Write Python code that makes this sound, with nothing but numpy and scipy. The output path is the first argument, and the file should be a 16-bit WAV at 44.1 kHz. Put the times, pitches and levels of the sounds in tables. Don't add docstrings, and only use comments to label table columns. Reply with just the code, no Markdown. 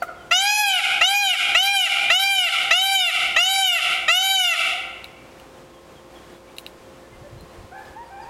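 import sys
import numpy as np
from scipy import signal
from scipy.fft import rfft, irfft, next_fast_len
from scipy.io import wavfile
from scipy.ndimage import uniform_filter1d, map_coordinates

SR = 44100
rng = np.random.default_rng(int(sys.argv[2]) if len(sys.argv) > 2 else 0)


def gain_from_db(level_db):
    decades = np.asarray(level_db, float) / 20
    return 10 ** decades


def put_to_file(sound):
    columns = np.atleast_2d(sound).T
    safe = np.clip(columns, -1, 1)
    whole_steps = np.round(safe * 32767)
    wavfile.write(sys.argv[1], SR, whole_steps.astype(np.int16))


N = 365883

# [t/s, length/s, top f/Hz, rise/s, low f/Hz]
CALLS = [
    (0.309, 0.49, 842, 0.25, 678.6),
    (1.009, 0.34, 814, 0.17, 668.6),
    (1.546, 0.33, 800, 0.16, 659),
    (2.098, 0.39, 790.5, 0.18, 654),
    (2.706, 0.398, 782.1, 0.193, 648.2),
    (3.36, 0.43, 778.6, 0.2, 640.5),
    (4.079, 0.47, 773.5, 0.21, 637.6),
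]
# [t/s, length/s, top f/Hz, rise/s, low f/Hz]
CLUCK_ARC = (0.019, 0.0124, 775, 0.0034, 700)
# [f/Hz, level/dB]
THROAT_RESONANCE = [(500, -21.5), (800, 5.5), (1500, -2), (2100, 7.5), (2900, 8.5), (3700, 0.5),
                    (4400, -9.5), (5900, -7), (7000, -7), (8500, -22), (11500, -14.5), (13200, -23.5),
                    (15500, -40)]
# [f/Hz, width/Hz, level/dB]
PAVING_DIPS = [(1374, 15, -19), (1518, 19, -11), (2090, 20, -27)]
# [f/Hz, t60/s]
YARD_DECAY = [(500, 1.2), (1400, 0.88), (2000, 0.96), (2330, 1), (2800, 0.86), (5000, 0.64), (10000, 0.62),
              (15000, 0.63)]
# [f/Hz, level/dB]
YARD_TONE = [(400, 11), (800, -4.5), (1300, 1), (1600, 3), (2000, -5.5), (2350, 2.5), (3000, -2), (5000, 7),
             (6400, -1.5), (9000, 8.5), (12000, -5.5), (15000, -5.5)]
# [t/s, level/dB]
WALL_ARRIVALS = [(0, 2), (.008, 4), (.04, -9.5), (.065, 3), (.09, -0.5), (.13, -2), (.2, -3)]
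# [t/s, length/s, f/Hz, level/dB, second partial level/dB]
FAR_PEAFOWL = [
    (7.72, 0.12, 845, -48.5, 1.5),
    (7.71, 0.17, 790, -51, -4),
    (7.955, 0.091, 940, -45, -11),
    (8.095, 0.27, 800, -47, -8.5),
    (8.18, .15, 925, -45, -10.5),
]
# [t/s, length/s, from f/Hz, to f/Hz, level/dB]
SMALL_BIRDS = [(.0, 0.028, 4850, 4330, -55), (.14, 0.13, 3500, 2960, -59.5), (5.73, .06, 3500, 3150, -61),
               (5.95, 0.049, 3550, 3110, -57), (6.14, 0.055, 3590, 3150, -55),
               (6.33, 0.056, 3600, 3350, -63), (7.02, 0.067, 1760, 1750, -61),
               (7.11, 0.054, 2110, 2060, -55.5), (6.47, 0.043, 2380, 2200, -59),
               (6.801, 0.12, 3370, 3100, -67), (7.217, 0.072, 1790, 1750, -60),
               (7.224, 0.065, 591, 575, -49), (7.375, 0.051, 4160, 4120, -59),
               (7.47, 0.074, 4120, 4120, -73), (7.85, 0.033, 5200, 4900, -64), (8.04, .04, 4900, 4700, -68),
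               (8.15, 0.035, 2680, 3620, -67), (8.21, 0.039, 5130, 4640, -59)]
# [t/s, peak level/dB, low ring level/dB, crack
# level/dB]
CLAW_TICKS = [
    (0.0257, -47, -4, 6.5),
    (5.0436, -25.5, -5, -24),
    (5.3991, -49, 11, -10),
    (6.5671, -40, -10, -14),
    (6.5846, -23.5, -0.5, -18.5),
    (6.6649, -25, -0.5, -23),
    (7.4094, -51, -9, -5),
    (7.785, -50, -4, -9),
    (7.8545, -49, -4, -15),
]
# [t/s, peak level/dB, f/Hz]
WIND_PUSHES = [
    (7.125, -34, 99.6),
    (7.174, -34, 59.2),
    (7.215, -30.5, 116),
    (7.327, -30, 118),
    (7.359, -29, 113),
    (7.429, -32, 160),
    (7.584, -32, 75.4),
    (7.639, -31, 86.1),
    (7.899, -35, 61.3),
    (8.28, -40, 50),
]
# [f/Hz, level/dB per Hz]
WIND_RUMBLE = [(12, -52), (20, -7), (54, 1), (118, -7), (157, -14), (234, -12), (260, -26), (340, -49),
               (570, -120)]
# [f/Hz, level/dB]
MACHINE_HUM = [(59.2, -61.5), (349.9, -56), (527.6, -54.5), (1061, -62.5)]
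# [f/Hz, level/dB per Hz]
FAR_AIR = [(15, -52), (25, -20), (59, -12), (309, -10.5), (344, -10), (488, -9.5), (529, -12), (729, -12.5),
           (1090, -15.5), (1540, -20), (3260, -25.5), (4260, -29), (7890, -33), (15000, -42.5)]

# [effort level/dB, brightness/dB per octave, first partial level/dB, second partial level/dB, beak ring level/dB]
CALL_VOICE, CLUCK_VOICE = (1.56, 2.48, 1.51, 0.55, 3.5), (-0.5, -11, 3.5, 6.5, -24)
LONGER, USUAL_S = (-11, 4, 20, 21, -2), 0.4
AT_OPENING, OPENING_S = (-5.5, -6.5, -6.5, 8.5, -2), 0.031
AT_CREST, CREST_SHARE = (2.5, 0, -1.5, -10, 1.5), 0.082
AT_CLOSING, SHUT_S = (-6, 0, -2.5, 8, -4.5), 0.032
CLOSING_S = 0.014
TOP_HZ = 15800


def peafowl():
    calls = [(CLUCK_ARC, CLUCK_VOICE, -19)]
    for row in CALLS:
        calls.append((row, CALL_VOICE + np.multiply(LONGER, row[1] - USUAL_S), -9))
    out = np.zeros(N)
    for row, voice, rasp_db in calls:
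        start, direct, radiated = call(row, voice, rasp_db)
        add(out, start, gain_from_db(-1.87) * direct)
        add(out, start, yard(radiated, wet_db=-4.0, longer=1.066))
    return out


def call(row, voice, rasp_db):
    s, length, top_hz, rise_s, _ = row
    t = np.arange(round((length + CLOSING_S) * SR)) / SR
    k = np.arange(1, 25)[:, None]
    done = t / t[-1]
    crest = np.exp(-((t - rise_s) / (CREST_SHARE * length)) ** 2)
    voice_now = np.outer(voice, np.ones(len(t))) + np.outer(AT_CREST, crest)
    voice_now += np.outer(AT_OPENING, np.exp(-t / OPENING_S))
    voice_now += np.outer(AT_CLOSING, np.exp((t - t[-1]) / SHUT_S))
    extra_db, tilt_db, first_db, second_db, beak_db = voice_now

    shaky = 0.00061 + 0.017 * np.exp(-t / 0.016)
    hz = k * arc(t, *row[1:]) * (1 + shaky * wobble(249, len(t)))
    turn = np.exp(2j * np.pi * np.cumsum(hz, axis=1) / SR + 0.35j * k ** 2)

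    third_db = 5.5 * crest + 3 * np.exp(-t / 0.042)
    level_db = along(THROAT_RESONANCE, hz) + tilt_db * np.log2(hz / 1400)
    level_db += first_db * (k == 1) + second_db * (k == 2) + third_db * (k == 3)
    level_db += beak_db * np.exp(-((hz - 3050) / 450) ** 2) - 200 * (hz > TOP_HZ)
    level_db -= 11 * done ** 1.62 * np.exp(-((hz - 6000) / 2700) ** 2)
    level_db -= 10 * (1 - np.sin(np.pi * done ** 0.93)) / (1 + (10500 / hz) ** 6)
    level = gain_from_db(level_db) / np.linalg.norm(gain_from_db(level_db), axis=0)

    spacing_hz = 1188.2 - 0.0206 * hz - 25.1 * crest + 0.2 * (top_hz - 800)
    path = 1 - 0.95 * np.exp(-hz / 40000) * np.exp(-2j * np.pi * hz / spacing_hz)
    dips_db = sum(db * np.exp(-((hz - dip_hz) / width) ** 2) for dip_hz, width, db in PAVING_DIPS)
    turning_db = 3.64 * (k > 4) * np.array([wobble(15.5, len(t)) for _ in k])
    head_up_db = 16 * crest * np.exp(-((hz - 3100) / 440) ** 2)
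    path = path * gain_from_db(dips_db) * gain_from_db(turning_db - head_up_db)

    breath = gain_from_db(rasp_db - 60 * t / 0.096) + gain_from_db(rasp_db - 27)
    rasp = breath * noise(THROAT_RESONANCE)[:len(t)]
    effort_db = -3 - 9 * np.exp(-t / 0.052) + 4 * np.exp(-t / 0.0097) + extra_db
    gain = np.sqrt(2) * gain_from_db(effort_db) * fades(t, 0.0055, 0.026)
    direct = gain * (np.imag(level * path * turn).sum(0) + rasp)
    radiated = gain * (np.imag(level * turn).sum(0) + rasp)
    return round(s * SR), direct, radiated


def arc(t, length, top_hz, rise_s, low_hz):
    depth = top_hz - low_hz
    falls_s = rise_s + 0.106 * length
    bend = 2.745 * (120.13 / depth) ** 1.37
    climb = np.clip(1 - t / rise_s, 0, 1) ** bend
    fall = np.clip((t - falls_s) / (length - falls_s), 0, 1.2) ** 1.14
    scoop = 61 * np.exp(-t / 0.0061)
    sag = 43.45 * np.exp(np.minimum(t - length, 0.007) / 0.00956)
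    pitch = top_hz - depth * climb - (depth - 19.4) * fall - scoop - sag
    return uniform_filter1d(pitch, size=441, mode="nearest")


def yard(x, wet_db, longer):
    hz, t, z = signal.stft(rng.standard_normal(round(1.6 * SR)), SR, nperseg=256)
    fade_db = along(YARD_TONE, hz)[:, None] - 60 * t / (longer * along(YARD_DECAY, hz)[:, None])
    walls_db = np.interp(t, *np.transpose(WALL_ARRIVALS))
    tail = signal.istft(z * gain_from_db(fade_db + walls_db), SR, nperseg=256)[1]
    return gain_from_db(wet_db) * signal.fftconvolve(x, tail / np.linalg.norm(tail))


def claws():
    out, t = np.zeros(N), np.arange(SR // 10) / SR
    for s, db, low_db, crack_db in CLAW_TICKS:
        pair = np.sin(2 * np.pi * 3880 * t) + gain_from_db(low_db) * np.sin(2 * np.pi * 2850 * t)
        ring = gain_from_db(-60 * t / 0.007) * (1 - np.exp(-t / 0.00027)) * pair
        grit = uniform_filter1d(np.diff(rng.standard_normal(len(t) + 1)), size=2)
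        crack_and_scuff = gain_from_db(-60 * t / 0.0078) + gain_from_db(-11 - 60 * t / 0.14)
        scuff = 1.5 * grit * gain_from_db(crack_db) * crack_and_scuff
        add(out, round((s - 0.0006) * SR), gain_from_db(db + 7.0) * (ring + scuff))
    return out + yard(out, wet_db=-14.0, longer=0.15)[:N]


def neighbours():
    out = far_peafowl() + small_birds()
    return out + yard(out, wet_db=-1.5, longer=0.98)[:N]


def far_peafowl():
    out = np.zeros(N)
    for s, length, held_hz, start_db, second_db in FAR_PEAFOWL:
        t = np.arange(round(length * SR)) / SR
        pitch = held_hz * (1 - 0.172 * np.exp(-t / 0.0166))
        phase = 2 * np.pi * np.cumsum(pitch * (1 + 0.0195 * wobble(75.3, len(t)))) / SR
        third_db = -15 - 12 * (held_hz > 820)
        tone = np.sin(phase) + gain_from_db(second_db - 0.5) * np.sin(2 * phase) + gain_from_db(third_db) * np.sin(3 * phase)
        level_db = start_db - 24 * t + 7.0 + 1.6 * wobble(32.0, len(t))
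        add(out, round(s * SR), gain_from_db(level_db) * fades(t, 0.013, 0.023) * tone)
    return out


def small_birds():
    out = np.zeros(N)
    for s, length, from_hz, to_hz, db in SMALL_BIRDS:
        u = np.linspace(0, 1, round(length * SR))
        glide = to_hz + (from_hz - to_hz) * (1 - u) ** 1.74
        whistle = np.sin(2 * np.pi * np.cumsum(glide) / SR)
        add(out, round(s * SR), gain_from_db(db + 4.0) * np.sin(np.pi * u) * whistle)
    return out


def buffets():
    out, t = np.zeros(N), np.arange(SR // 8) / SR
    for s, db, hz in WIND_PUSHES:
        push = (t / 0.0096) * np.exp(-t / 0.006)
        add(out, round(s * SR), gain_from_db(db + 6.5) * push * np.sin(2 * np.pi * hz * t))
    return out


def breeze():
    t = np.arange(N) / SR
    gust = gain_from_db(-60) * (t > 6.7)
    for s, db, _ in WIND_PUSHES:
        gust = gust + gain_from_db(db - 17) * np.exp(-((t - s) / 0.029) ** 2)
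    return gust * unit(gain_from_db(4.5 * wobble(22, N)) * noise(WIND_RUMBLE))


def machine():
    t, out = np.arange(N) / SR, np.zeros(N)
    for hz, db in MACHINE_HUM:
        level = gain_from_db(db + 3.5 + 1.2 * wobble(9, N))
        out += level * np.sin(2 * np.pi * hz * t + 0.86 * wobble(11, N))
    return out


def far_air():
    return gain_from_db(-47 + 0.4 * wobble(2.5, N) + 1.1 * wobble(12, N)) * noise(FAR_AIR)


def unit(x):
    return x / np.sqrt(np.mean(x ** 2) + 1e-20)


def along(points, hz):
    f, v = np.transpose(points)
    return np.interp(np.log(hz + 1), np.log(f + 1), v)


def wobble(rate, count):
    knots = rng.standard_normal(int(count * rate / SR) + 4)
    return map_coordinates(knots, [np.arange(count) * rate / SR])


def noise(spectrum):
    m = next_fast_len(N)
    colour = gain_from_db(along(spectrum, np.fft.rfftfreq(m, 1 / SR)))
    return unit(irfft(rfft(rng.standard_normal(m)) * colour, m)[:N])


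def fades(t, in_s, out_s):
    return np.clip(t / in_s, 0, 1) * np.clip((t[-1] - t) / out_s, 0, 1)


def add(track, start, x):
    track[start:start + len(x)] += x[:len(track) - start]


def scene():
    mono = peafowl() + claws() + neighbours() + buffets() + breeze() + machine() + far_air()
    return np.tile(mono, (2, 1))


def gain_control(x, top_db, grip, attack_s, release_db):
    step = 32
    power = signal.lfilter([0.004], [1, 0.004 - 1], x ** 2)[::step]
    wanted = np.minimum(0, grip * (top_db - 10 * np.log10(power + 1e-12)))
    gain = np.zeros(len(wanted))
    fall = 1 - np.exp(-step / SR / attack_s)
    rise = release_db * step / SR
    for i in range(1, len(gain)):
        gap = wanted[i] - gain[i - 1]
        gain[i] = gain[i - 1] + (fall * gap if gap < 0 else min(gap, rise))
    return gain_from_db(np.interp(np.arange(len(x)), np.arange(len(gain)) * step, gain))


def top_cut(x):
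    return signal.sosfilt(signal.butter(12, 16310, fs=SR, output="sos"), x)


def record(dry):
    x = dry * gain_control(dry[0], top_db=-19.5, grip=1.0, attack_s=0.015, release_db=167.0)
    x = x + 0.12 * x ** 2 - 0.08 * x ** 3
    x = signal.sosfilt(signal.butter(2, 20, "high", fs=SR, output="sos"), x)
    x = signal.sosfilt(signal.ellip(8, 0.1, 60, TOP_HZ, fs=SR, output="sos"), x)
    return top_cut(x)


dry = scene()
out = record(dry)
put_to_file(out)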